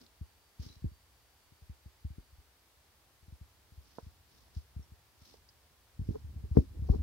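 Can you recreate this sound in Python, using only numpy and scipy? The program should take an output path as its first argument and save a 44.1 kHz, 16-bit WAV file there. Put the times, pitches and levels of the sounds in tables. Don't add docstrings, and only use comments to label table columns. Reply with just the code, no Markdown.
import sys
import numpy as np
from scipy import signal
from scipy.fft import rfft, irfft
from scipy.io import wavfile

SR = 44100
rng = np.random.default_rng(int(sys.argv[2]) if len(sys.argv) > 2 else 0)


def wav_record(signal):
    frames = np.transpose(np.atleast_2d(signal))
    bounded = np.clip(frames, -1, 1)
    quanta = np.round(bounded * 32767).astype(np.int16)
    wavfile.write(sys.argv[1], SR, quanta)


N = 309582
TIME = np.arange(N) / SR
SHOT = 8192
LEAD_S = .02


def undb(db):
    return 10 ** (np.asarray(db) / 20)


def unit(x):
    return x / np.sqrt(np.mean(x ** 2))


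def axis_of(size):
    return 1j * np.fft.rfftfreq(size, 1 / SR)


def band(s, hz, width_hz):
    return s * width_hz / (s * s + s * width_hz + hz * hz)


def low_pass(s, hz, damping):
    return 1 / (1 + damping * s / hz + (s / hz) ** 2)


def noise(response, channels=2):
    return unit(irfft(rfft(rng.standard_normal((channels, N))) * response, N))


def colour(points):
    hz, db = np.transpose(points)
    f = abs(axis_of(N)) + 1
    return undb(np.interp(np.log(f), np.log(hz), db)) * np.minimum(f / hz[0], 1) ** 2


def drift(rate_hz):
    steps = rng.standard_normal(int(N / SR * rate_hz) + 2)
    return np.interp(TIME * rate_hz, np.arange(len(steps)), steps)


def strength(x, release_s):
    keep = np.exp(-1 / (release_s * SR))
    power = np.mean(x ** 2, axis=0) + 1e-18
    return np.sqrt(signal.lfilter([1 - keep], [1, -keep], power))


def add(out, start_s, sound, pan_db=0):
    i = int(start_s * SR)
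    gains = undb([[pan_db / 2], [-pan_db / 2]])
    out[:, i:i + sound.shape[-1]] += (gains * sound)[:, :N - i]


def microphones(left, right, lag_s=0.00086):
    return irfft([left, right * np.exp(-2 * np.pi * axis_of(SHOT) * lag_s)])


def case_ring(s, broaden=1):
    # centre in Hz, width in Hz, level in dB over the plain jolt.
    modes = [(207, 35, -8), (268, 16, -3.5), (309, 26, -0.5), (439, 42, 6.5), (960, 80, -14)]
    return 1 + sum(undb(db) * band(s, hz, broaden * width_hz) for hz, width_hz, db in modes)


def background(floor_db=-67.5, shared_hz=1100, whine_hz=4627, whine_db=-81.5, sink_s=2.4, sink_db=11):
    # frequency in Hz, relative density in dB.
    floor_spectrum = [(71, -37), (120, -15), (156, -10), (353, -4.5), (415, -4.5), (575, -5.5), (899, -4),
                      (1430, -7), (1720, -7), (2590, -9), (4760, -9), (6870, -13.5), (15500, -13.5)]
    shared = 1 / (1 + abs(axis_of(N) / shared_hz) ** 2)
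    air = rfft(rng.standard_normal(N)) * np.sqrt(shared)
    hiss = rfft(rng.standard_normal((2, N))) * np.sqrt(1 - shared)
    floor = unit(irfft((air + hiss) * colour(floor_spectrum), N))
    floor *= undb(floor_db + 0.04 * drift(0.56))
    pitch_hz = whine_hz + 22 * drift(40)
    whine = np.sin(2 * np.pi * np.cumsum(pitch_hz) / SR)
    return floor + whine * undb(whine_db - sink_db * (TIME > sink_s) + 3 * drift(17))


def stroke(peak_s, rise_s, fall_s, drop_db=13, roundness=1.74):
    away = np.maximum((peak_s - TIME) / rise_s, (TIME - peak_s) / fall_s)
    return undb(-drop_db * np.minimum(away, 10) ** roundness)


def sleeve(grain_db=3.5, drag_hz=240, drag_width_hz=260):
    # fastest moment, rise and fall in seconds, top level in dB, drag in dB relative to it.
    strokes = [(0.016, 0.011, 0.046, -64.5, 4), (0.625, 0.03, 0.13, -58.5, -1.5),
               (3.95, 0.17, 0.18, -70.5, -5.5), (4.33, 0.057, 0.21, -72.5, -3),
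               (4.565, 0.025, 0.059, -63.5, -7), (5.31, 0.12, .07, -63, -7.5), (6.12, 0.093, 0.11, -71, 1),
               (6.585, 0.053, 0.076, -67, 0), (6.9, 0.041, 0.1, -66, 3)]
    # frequency in Hz, relative density in dB.
    cloth_spectrum = [(1200, -14), (2400, -15.5), (3600, -8.5), (4500, -5.5), (5400, -3.5), (6300, -10.5),
                      (7500, -23), (15000, -21.5)]
    # start in seconds, peak in dB, centre in Hz, decay in seconds.
    crinkles = [(0.064, -49, 4300, 0.0032), (0.688, -55, 3980, 0.043), (4.826, -60, 5600, 0.013),
                (5.489, -49.5, 4900, 0.006)]
    effort, drag = 0, 0
    for peak_s, rise_s, fall_s, db, drag_db in strokes:
        move = undb(db) * stroke(peak_s, rise_s, fall_s)
        effort += move
        drag += undb(drag_db) * move
    out = noise(colour(cloth_spectrum)) * effort * undb(grain_db * drift(260))
    out += noise(band(axis_of(N), drag_hz, drag_width_hz) ** 3) * drag
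    for start_s, db, hz, decay_s in crinkles:
        burst = rng.standard_normal((2, SHOT)) * np.exp(-TIME[:SHOT] / decay_s)
        resonance = band(axis_of(SHOT), hz, 6 / decay_s) ** 2
        crinkle = irfft(rfft(burst) * resonance)
        add(out, start_s, undb(db) * crinkle / abs(crinkle).max())
    return out


def tremor(thumps, boom_hz=64, width_hz=34, apart_db=-7, rub_db=-18, sway_db=-27.5, sway_s=0.2):
    # time in seconds, relative unrest of the hand in dB.
    grip = [(0, -72.5), (3, -71), (4.5, -66), (5.92, -69.5), (6.05, -47), (6.7, -51), (7.02, -31)]
    s = axis_of(N)
    rocking = band(s, boom_hz, width_hz) * band(s, 1.16 * boom_hz, 1.75 * boom_hz) ** 2
    rumble = noise(rocking, channels=1) + undb(apart_db) * noise(rocking)
    rub = noise(band(s, hz=240, width_hz=220) ** 2) * undb(rub_db + 3.2 * drift(32))
    hand = undb(np.interp(TIME, *np.transpose(grip)))
    arm_sway = undb(sway_db) * strength(thumps, sway_s)
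    return np.hypot(hand, arm_sway) * (rumble + rub) * undb(drift(7.2) - 1.5)


def creaks(jitter=.14, scatter_db=3, edge_hz=780):
    # start and length in seconds, slips per second, rms level in dB.
    slides = [(6.139, 0.029, 420, -40.5), (6.547, 0.025, 300, -42.5), (6.433, 0.032, 400, -58),
              (6.83, 0.027, 330, -56), (6.884, 0.018, 385, -43), (6.911, 0.055, 430, -40.5)]
    out, s = np.zeros((2, N)), axis_of(SHOT)
    shell = case_ring(s, broaden=1.4) * low_pass(s, edge_hz, damping=2.8) ** 3
    for start_s, length_s, rate_hz, db in slides:
        spacing, scatter = rng.standard_normal((32, 2)).T
        slip_s = np.cumsum(1 + jitter * spacing) / rate_hz
        sizes = np.sin(np.pi * np.clip(slip_s / length_s, 0, 1)) * undb(scatter_db * scatter)
        slips = sizes @ np.exp(-2 * np.pi * np.outer(slip_s, s))
        ring = slips * shell * (s / (s + rate_hz)) ** 2
        add(out, start_s, undb(db) * unit(microphones(ring, ring)) * np.sqrt(length_s * SR / SHOT))
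    return out


def ticks(shell_hz=420, hollow_db=-1, rattle_db=-24, rattle_s=0.0063):
    # start in seconds, peak in dB, edge in Hz, pan in dB.
    snaps = [(3.9846, -30.5, 1250, -8), (4.481, -62, 1100, -18), (5.341, -48.5, 1080, -7),
             (6.569, -35, 2300, -5), (6.892, -34.5, 970, 8)]
    out, s = np.zeros((2, N)), axis_of(SHOT)
    shell = band(s, shell_hz, width_hz=1100) + undb(hollow_db) * band(s, shell_hz, width_hz=110)
    for start_s, db, edge_hz, pan_db in snaps:
        rattle = rng.standard_normal((2, SHOT)) * np.exp(-TIME[:SHOT] / rattle_s)
        force = (1 + undb(rattle_db) * rfft(rattle)) * low_pass(s, edge_hz, damping=1.29) ** 3
        snap = irfft(force * shell)
        add(out, start_s, undb(db) * snap / abs(snap).max(), pan_db)
    return out


def thump_noise(thumps, rub_db=-6, grainy_hiss_db=-49, grain_db=5.5, release_s=0.0048):
    rub_band = band(axis_of(N), hz=290, width_hz=200) ** 3
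    hard_blows = irfft(rfft(thumps) * rub_band, N)
    rub = strength(hard_blows, release_s) * noise(rub_band) * undb(rub_db)
    hiss = rng.standard_normal((2, N)) * undb(grainy_hiss_db + grain_db * drift(400))
    return rub + strength(thumps, release_s) * hiss


def thump(db, boom_hz, edge_hz, low_cut_hz, boom_q, right_tuning=0.92):
    s = axis_of(SHOT)
    rubber_mount = low_pass(s, hz=600, damping=1.38) * (s / (s + low_cut_hz)) ** 2
    push = np.exp(-abs(s) / edge_hz - 2 * np.pi * s * LEAD_S)
    shake = push * rubber_mount * case_ring(s) * s
    left, right = (shake * band(s, hz, hz / boom_q) for hz in (boom_hz, boom_hz * right_tuning))
    sound = microphones(left, right)
    return undb(db) * sound / abs(sound).max()


def jolts(boom_hz=72.7):
    # peak time in seconds, peak in dB, edge in Hz.
    pushes = [(0.213, -33, 74.6), (0.597, -32, 70.4), (0.702, -47, 110), (0.766, -48, 70), (0.823, -43, 60),
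              (0.856, -29, 55), (0.917, -45.5, 72), (1.622, -47.5, 52.3), (1.697, -37, 74),
              (1.86, -41.5, 80), (2.049, -29.5, 66), (2.105, -38, 67), (2.328, -51, 36), (2.384, -50, 38.5),
              (3.227, -53, 52), (3.282, -45, 77), (3.325, -40.5, 71), (3.413, -41, 66), (3.721, -48, 86),
              (3.778, -42.5, 41), (4.029, -45, 60), (4.067, -40, 74), (4.567, -30, 54.3),
              (4.765, -32.5, 66), (4.794, -38.5, 98), (4.92, -44.5, 76), (5.219, -50, 86),
              (5.994, -27.5, 90), (6.015, -28, 74), (6.246, -36, 51.7), (6.363, -34, 55), (6.439, -32, 65),
              (6.514, -25, 51.3), (6.793, -32, 50), (6.822, -27, 60)]
    out = np.zeros((2, N))
    for peak_s, db, edge_hz in pushes:
        add(out, peak_s - LEAD_S, thump(db, boom_hz, edge_hz, low_cut_hz=37.4, boom_q=2.98), pan_db=1)
    return out


def knocks():
    # peak time in seconds, peak in dB, boom in Hz, edge in Hz, pan in dB.
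    strikes = [(0.664, -38, 81.5, 126, 1), (0.8433, -24, 123, 121, -1), (1.521, -51, 85.5, 120, 2),
               (2.1832, -37.5, 49.5, 143, 2), (6.089, -21.5, 79, 138, -6.5), (6.108, -27, 60, 140, -4),
               (6.5713, -6.5, 77.7, 343, 5.5), (6.5864, -11, 67.4, 153, 2), (6.9, -12.5, 53, 82, 3.5),
               (6.958, -26, 70, 130, 4)]
    out = np.zeros((2, N))
    for peak_s, db, boom_hz, edge_hz, pan_db in strikes:
        add(out, peak_s - LEAD_S, -thump(db, boom_hz, edge_hz, low_cut_hz=22, boom_q=1.9), pan_db)
    return out


def scene():
    thumps = jolts() + knocks()
    return thumps + thump_noise(thumps) + ticks() + creaks() + tremor(thumps) + sleeve() + background()


def record(dry):
    top_hz = 15750
    return signal.sosfilt(signal.ellip(10, .2, 70, top_hz, fs=SR, output="sos"), dry)


dry = scene()
out = record(dry)
wav_record(out)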